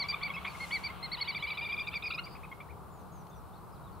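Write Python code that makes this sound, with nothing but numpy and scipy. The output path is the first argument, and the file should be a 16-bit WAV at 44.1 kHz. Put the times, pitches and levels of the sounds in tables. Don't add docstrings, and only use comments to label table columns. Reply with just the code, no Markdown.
import sys
import numpy as np
from scipy import signal
from scipy.fft import rfft, irfft, next_fast_len
from scipy.io import wavfile
from scipy.ndimage import map_coordinates

SR = 44100
rng = np.random.default_rng(int(sys.argv[2]) if len(sys.argv) > 2 else 0)


def materialize(psi):
    bounded = np.clip(np.atleast_2d(psi).T, -1, 1)
    quanta = np.round(bounded * 32767).astype(np.int16)
    wavfile.write(sys.argv[1], SR, quanta)


N = 176400
TIME = np.arange(N) / SR

# frequency in Hz, relative level in dB.
RUMBLE_EQ = [(15, -30), (25, -19), (70, 5), (114, -3.5), (178, -1), (234, -12.5), (418, -10), (570, -14),
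             (795, -10.5), (1150, -10), (1420, -17), (1730, -29.5), (2600, -38), (3380, -80), (5720, -120)]
DRONE_EQ = [(90, -43), (145, 7.5), (190, 7), (290, -34.5)]
WASH_EQ = [(200, -29), (500, -7), (800, 0.5), (1100, 5), (1400, 0.5), (1800, -10.5), (2600, -3.5),
           (4500, -15), (6000, -55)]
AIR_EQ = [(1000, -20), (2200, -8), (4000, 5.5), (6300, -2), (9000, 4), (15500, 4)]
HISS_EQ = [(2500, -13), (4500, -1), (7000, -2), (10500, -2.5), (12500, -11), (16000, -22)]
TRAIL_EQ = [(3800, -37), (4500, 0), (5050, 0), (5500, -39)]
TICK_EQ = [(1000, 1), (4500, -1), (7000, -11), (15000, -14)]
RASP_EQ = [(2500, -20), (4500, -5.5), (7500, -5.5), (10000, -32)]
# time in seconds, level in dB.
DRONE_FADER = [(.3, -53), (1.1, -64)]
WASH_FADER = [(0, -49.5), (.8, -49.5), (1.6, -54), (2.3, -58.5), (2.8, -70), (4, -70)]
AIR_FADER = [(0, -62.5), (2.1, -63.5), (2.75, -66)]
# frequency in Hz, left-right correlation.
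STEREO_LIKENESS = [(30, -0.22), (70, -0.44), (130, 0.46), (700, 0.61), (3000, 0.66), (8000, 0.13)]
# frequency in Hz, seconds to fall 60 dB.
REED_DECAY = [(500, 0.41), (2500, 0.25), (5000, 0.13), (10000, 0.11)]
# time in seconds, level in dB.
TICK_CUES = [(2.255, -49.5), (3.269, -54.5)]
RASP_CUES = [(0.089, -57), (1.433, -65), (1.798, -69), (1.877, -68), (1.971, -66)]
# start and length in seconds, crest place
# as a fraction (negative only falls), crest pitch in Hz, pitch drop as a fraction, base level in dB.
PEEP_NOTES = [(0.026, 0.028, 0, 6280, 0.4, -61), (2.234, 0.0253, 0.6, 4730, 0.1, -49),
              (2.911, 0.12, 0, 7200, 0.2, -75), (3.117, 0.11, 0.03, 6640, 0.15, -70),
              (3.296, .1, -.5, 6600, 0.16, -69), (3.305, 0.048, 0.43, 3600, 0.07, -70.5),
              (3.527, 0.058, 0.5, 3920, 0.2, -72), (3.551, 0.037, 0, 4420, 0.14, -69.5),
              (3.72, 0.068, 0, 5140, 0.5, -73), (3.836, 0.058, .3, 3870, 0.22, -71),
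              (3.927, 0.055, 0, 4520, 0.2, -74)]
NASAL_NOTES = [(0.035, 0.031, 0.49, 1148, 0.06, -44), (.12, 0.035, 0.56, 1211, 0.23, -40.5),
               (0.153, 0.028, 0.25, 1126, 0, -53), (0.212, 0.027, 0.57, 1176, 0.2, -41),
               (0.278, .013, 0.76, 1400, 0.52, -43.5), (.292, .028, 0.48, 1109, .06, -43.5),
               (0.362, 0.031, 0.6, 1112, 0.07, -42.5), (0.445, 0.0275, 0.63, 1157, .07, -41),
               (0.537, 0.026, 0.8, 1080, 0.03, -51.5), (0.884, 0.015, 0.83, 1395, 0.3, -49),
               (0.891, 0.028, 0.74, 1068, 0.08, -52), (1.927, 0.013, 0.99, 1376, 0.22, -44),
               (2.102, 0.015, 0.94, 1407, 0.23, -40.5), (2.174, 0.0326, 0.86, 1429, 0.2, -40.5),
               (2.258, 0.027, 0.38, 1174, 0.17, -51.5), (2.347, 0.029, 0.51, 1297, 0.46, -56.5),
               (2.428, 0.03, 0.52, 1292, 0.41, -53.5), (2.513, 0.025, 0.58, 1085, 0.04, -49),
               (2.6, 0.027, 0.44, 1201, 0.2, -50.5), (2.685, 0.047, 0.55, 1217, 0.3, -61.5)]
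# start and length in seconds, crest pitch in Hz, base level in dB.
LOW_NOTES = [(1.166, 0.041, 1000, -51.5), (1.238, 0.037, 987, -52), (1.307, 0.04, 1000, -54),
             (1.382, 0.046, 1013, -53.5), (1.458, 0.041, 1023, -53), (1.528, 0.041, 1014, -54.5),
             (1.607, 0.04, 948, -52.5), (1.679, 0.035, 963, -56.5), (1.823, 0.038, 920, -58),
             (1.909, 0.038, 908, -55.5)]
# start and length in seconds, crest pitch in Hz, pitch drop as a fraction,
# base levels of the 2nd and 4th harmonics in dB.
CLEAR_NOTES = [(-.024, 0.065, 1144, .2, -40.5, -36), (0.085, .04, 1191, 0.09, -40, -36.5),
               (0.232, 0.034, 1154, 0.09, -34, -33.5), (0.237, 0.044, 1173, 0.15, -37.5, -50.5),
               (0.336, .035, 1324, 0.2, -43, -63), (0.471, 0.022, 1208, .12, -37.5, -54.5),
               (.486, 0.045, 1130, 0.17, -62, -58), (0.596, 0.065, 1087, 0.1, -41.5, -51.5),
               (0.713, 0.069, 1154, 0.22, -35, -42.5), (.835, 0.048, 1172, .14, -40, -41),
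               (1.025, 0.047, 1071, 0.13, -47, -42.5), (1.115, 0.046, 1118, 0.23, -44.5, -39),
               (1.205, 0.031, 1118, .11, -39, -34.5), (1.272, 0.046, 1163, 0.16, -38, -39.5),
               (1.35, 0.037, 1176, 0.17, -38, -47.5), (1.425, 0.037, 1161, 0.12, -36, -51.5),
               (1.469, 0.042, 1194, 0.08, -39.5, -58), (1.502, .034, 1164, .1, -36.5, -50.5),
               (1.572, 0.035, 1194, 0.13, -38.5, -52.5), (1.608, 0.043, 1201, .04, -40, -57.5),
               (1.65, 0.033, 1195, 0.14, -39, -54.5), (1.682, 0.066, 1176, 0.03, -38.5, -57),
               (1.72, 0.034, 1217, 0.08, -36, -53.5), (1.775, 0.044, 1200, 0, -37, -57),
               (1.797, 0.03, 1201, 0.04, -36.5, -49), (1.873, 0.024, 1195, 0.08, -37.5, -51),
               (1.94, 0.022, 1267, 0.1, -32.5, -54), (1.948, 0.035, 1194, 0.15, -36.5, -46),
               (2.035, .026, 1233, 0, -38, -55), (2.055, .034, 1237, 0.17, -38, -46.5),
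               (2.09, 0.033, 1170, 0.17, -65, -52), (2.117, 0.018, 1203, 0.01, -36, -54),
               (2.139, 0.026, 1247, 0.05, -41.5, -50), (2.185, 0.018, 1070, 0.04, -46, -72)]
# centre in seconds, pitch in Hz, base level in dB.
CATCH_CUES = [(.714, 1090, -44), (1.207, 1100, -51.5), (1.279, 1129, -41), (1.351, 1174, -43.5),
              (1.429, 1130, -42), (1.504, 1196, -42), (1.578, 1213, -41), (1.65, 1244, -42.5),
              (1.723, 1173, -44.5), (1.77, 1273, -47.5), (1.797, 1208, -43), (1.873, 1284, -43.5),
              (1.949, 1227, -41), (2.028, 1260, -46), (2.118, 1240, -47.5), (2.139, 1360, -47.5)]
# harmonic number, level in dB against the note.
NASAL_TIMBRE = [(1, -2.5), (2, 2), (3, -3.5), (4, -29.5)]
LOW_TIMBRE = [(1, -0.5), (2, -7.5), (3, 2.5), (4, 2), (5, -15)]
CLEAR_ODD_TIMBRE = [(1, -31.5), (3, -23.5)]
CATCH_TIMBRE = [(1, -5.5), (2, 4), (3, 2)]
# time in seconds, 8th harmonic in dB against the 4th.
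SHEEN = [(.8, -37), (1.05, -26.5), (1.15, -38)]
# time in seconds, hoarseness from 0 to 1.
HOARSENESS = [(.44, 0), (.462, 0.88), (.473, 0.2), (.49, .04), (2.1, 0.05), (2.2, 0.05), (2.35, 0),
              (2.69, .2)]


def amp(db):
    return 10 ** (np.asarray(db) / 20)


def unit(x):
    return x / np.sqrt(np.mean(x ** 2) + 1e-20)


def along(points, hz):
    freqs, values = np.transpose(points)
    return np.interp(np.log(hz + 1), np.log(freqs + 1), values)


def fader(points):
    return amp(np.interp(TIME, *np.transpose(points)))


def swell(centre_s, width_s):
    return np.exp(-.5 * ((TIME - centre_s) / width_s) ** 2)


def wobble(rate):
    return map_coordinates(rng.standard_normal(int(N * rate / SR) + 4), [TIME * rate])


def filtered(x, response):
    size = next_fast_len(N + SR // 2)
    return irfft(rfft(x, size) * response(np.fft.rfftfreq(size, 1 / SR)), size)[..., :N]


def rush(eq):
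    def mid_side_gains(hz):
        width = np.arccos(along(STEREO_LIKENESS, hz)) / 2
        return amp(along(eq, hz)) * [np.cos(width), np.sin(width)]
    mid, side = filtered(rng.standard_normal((2, N)), mid_side_gains)
    return unit(np.array([mid + side, mid - side]))


def unsteady(jitter, shimmer_db, hoarse=0):
    pitch = 1 + (jitter + 0.11 * hoarse) * wobble(500)
    shimmer = amp(shimmer_db * wobble(220))
    grit = (1 + hoarse * wobble(1640)) / np.sqrt(1 + hoarse ** 2)
    return pitch, shimmer * grit


def sing(out, start, length, crest, hz, drop, harmonics, attack_s, release_s, flutter):
    i = np.arange(max(round(start * SR), 0), min(round((start + length) * SR), N))
    t = i / SR - start
    pitch, strength = flutter
    sag = ((t / length - crest) / max(crest, 1 - crest)) ** 2
    phase = 2 * np.pi * np.cumsum(hz * (1 - drop * sag) * pitch[i]) / SR
    fade_in = np.sin(np.pi / 2 * np.clip(t / attack_s, 0, 1))
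    fade_out = np.sin(np.pi / 2 * np.clip((length - t) / release_s, 0, 1)) ** 2
    gate = fade_in * fade_out
    tone = sum(amp(db) * np.sin(round(k) * phase) for k, db in harmonics)
    out[i] = (1 - gate) * out[i] + np.sqrt(2) * gate * amp(-4 * sag) * strength[i] * tone


def background():
    rumble = amp(-48.5 + .5 * wobble(5.12)) * rush(RUMBLE_EQ)
    hiss = amp(-57) * swell(0.67, width_s=0.13) * rush(HISS_EQ)
    drone = fader(DRONE_FADER) * rush(DRONE_EQ)
    wash = fader(WASH_FADER) * rush(WASH_EQ)
    air = fader(AIR_FADER) * rush(AIR_EQ)
    return rumble + drone + wash + air + hiss


def ticks(decay_s=0.0038):
    hits = sum(amp(db) * (TIME >= s) * np.exp(-abs(TIME - s) / decay_s) for s, db in TICK_CUES)
    return rush(TICK_EQ) * hits


def reeds(send, predelay_s=0.0073):
    hz, t, noise = signal.stft(rng.standard_normal((2, SR // 2)), SR, nperseg=256)
    decay = amp(-60 * t / along(REED_DECAY, hz)[:, None])
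    tail = signal.istft(noise * decay, SR, nperseg=256)[1]
    late = np.pad(send, (round(predelay_s * SR), 0))
    return signal.fftconvolve(late[None], tail / np.linalg.norm(tail[0]), axes=1)[:, :N]


def peeps(fade_s=0.0056):
    out, flutter = np.zeros(N), unsteady(jitter=0.015, shimmer_db=2)
    for *shape, db in PEEP_NOTES:
        sing(out, *shape, [(1, db)], fade_s, fade_s, flutter)
    return out


def trail():
    return amp(-60.5) * swell(2.325, width_s=0.03) * rush(TRAIL_EQ)


def rasps():
    return rush(RASP_EQ)[0] * sum(amp(db) * swell(s, width_s=0.0049) for s, db in RASP_CUES)


def low_notes(hoarse, crest=0.618, drop=0.241, fade_s=0.006):
    out, flutter = np.zeros(N), unsteady(jitter=0.0067, shimmer_db=0.5, hoarse=hoarse)
    for start, length, hz, db in LOW_NOTES:
        harmonics = [(k, db + rel) for k, rel in LOW_TIMBRE]
        sing(out, start, length, crest, hz, drop, harmonics, fade_s, fade_s, flutter)
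    return out


def nasal_notes(hoarse, fade_s=0.0063):
    out, flutter = np.zeros(N), unsteady(jitter=0.012, shimmer_db=3, hoarse=hoarse)
    for *shape, db in NASAL_NOTES:
        dulling_db = min(db + 38, 0)
        harmonics = [(k, db + rel + (k > 2) * dulling_db) for k, rel in NASAL_TIMBRE]
        sing(out, *shape, harmonics, fade_s, fade_s, flutter)
    return out


def catches(voice, length_s=0.015, crest=.6, drop=0.222, trim_db=-1.5):
    flutter = unsteady(jitter=0.044, shimmer_db=2.5)
    half = length_s / 2
    for centre, hz, db in CATCH_CUES:
        harmonics = [(k, db + trim_db + rel) for k, rel in CATCH_TIMBRE]
        sing(voice, centre - half, length_s, crest, hz, drop, harmonics, half, half, flutter)


def clear_notes(hoarse, crest=0.4355):
    out, flutter = np.zeros(N), unsteady(jitter=.003, shimmer_db=1, hoarse=hoarse)
    for start, length, hz, drop, second_db, fourth_db in CLEAR_NOTES:
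        eighth_db = fourth_db + np.interp(start, *np.transpose(SHEEN))
        even = [(2, second_db), (4, fourth_db), (8, eighth_db)]
        odd = [(k, max(second_db, fourth_db) + rel) for k, rel in CLEAR_ODD_TIMBRE]
        stretch = max(length / 0.03, 1)
        attack_s, release_s = 0.0016 * stretch ** 3, 0.0066 * stretch
        sing(out, start, length, crest, hz, drop, even + odd, attack_s, release_s, flutter)
    catches(out)
    return amp(1.5) * out


def scene():
    hoarse = np.interp(TIME, *np.transpose(HOARSENESS))
    grebes = clear_notes(hoarse) + low_notes(hoarse) + nasal_notes(hoarse) + rasps()
    small_birds = peeps()
    direct = (grebes + small_birds) * amp([[0.16], [-0.16]])
    scatter = reeds(amp(-15.5) * grebes + amp(-6) * small_birds)
    return direct + scatter + trail() + ticks() + background() * amp([[1.02], [-1.02]])


def record(dry):
    return filtered(dry, lambda hz: hz < 15700)


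dry = scene()
out = record(dry)
materialize(out)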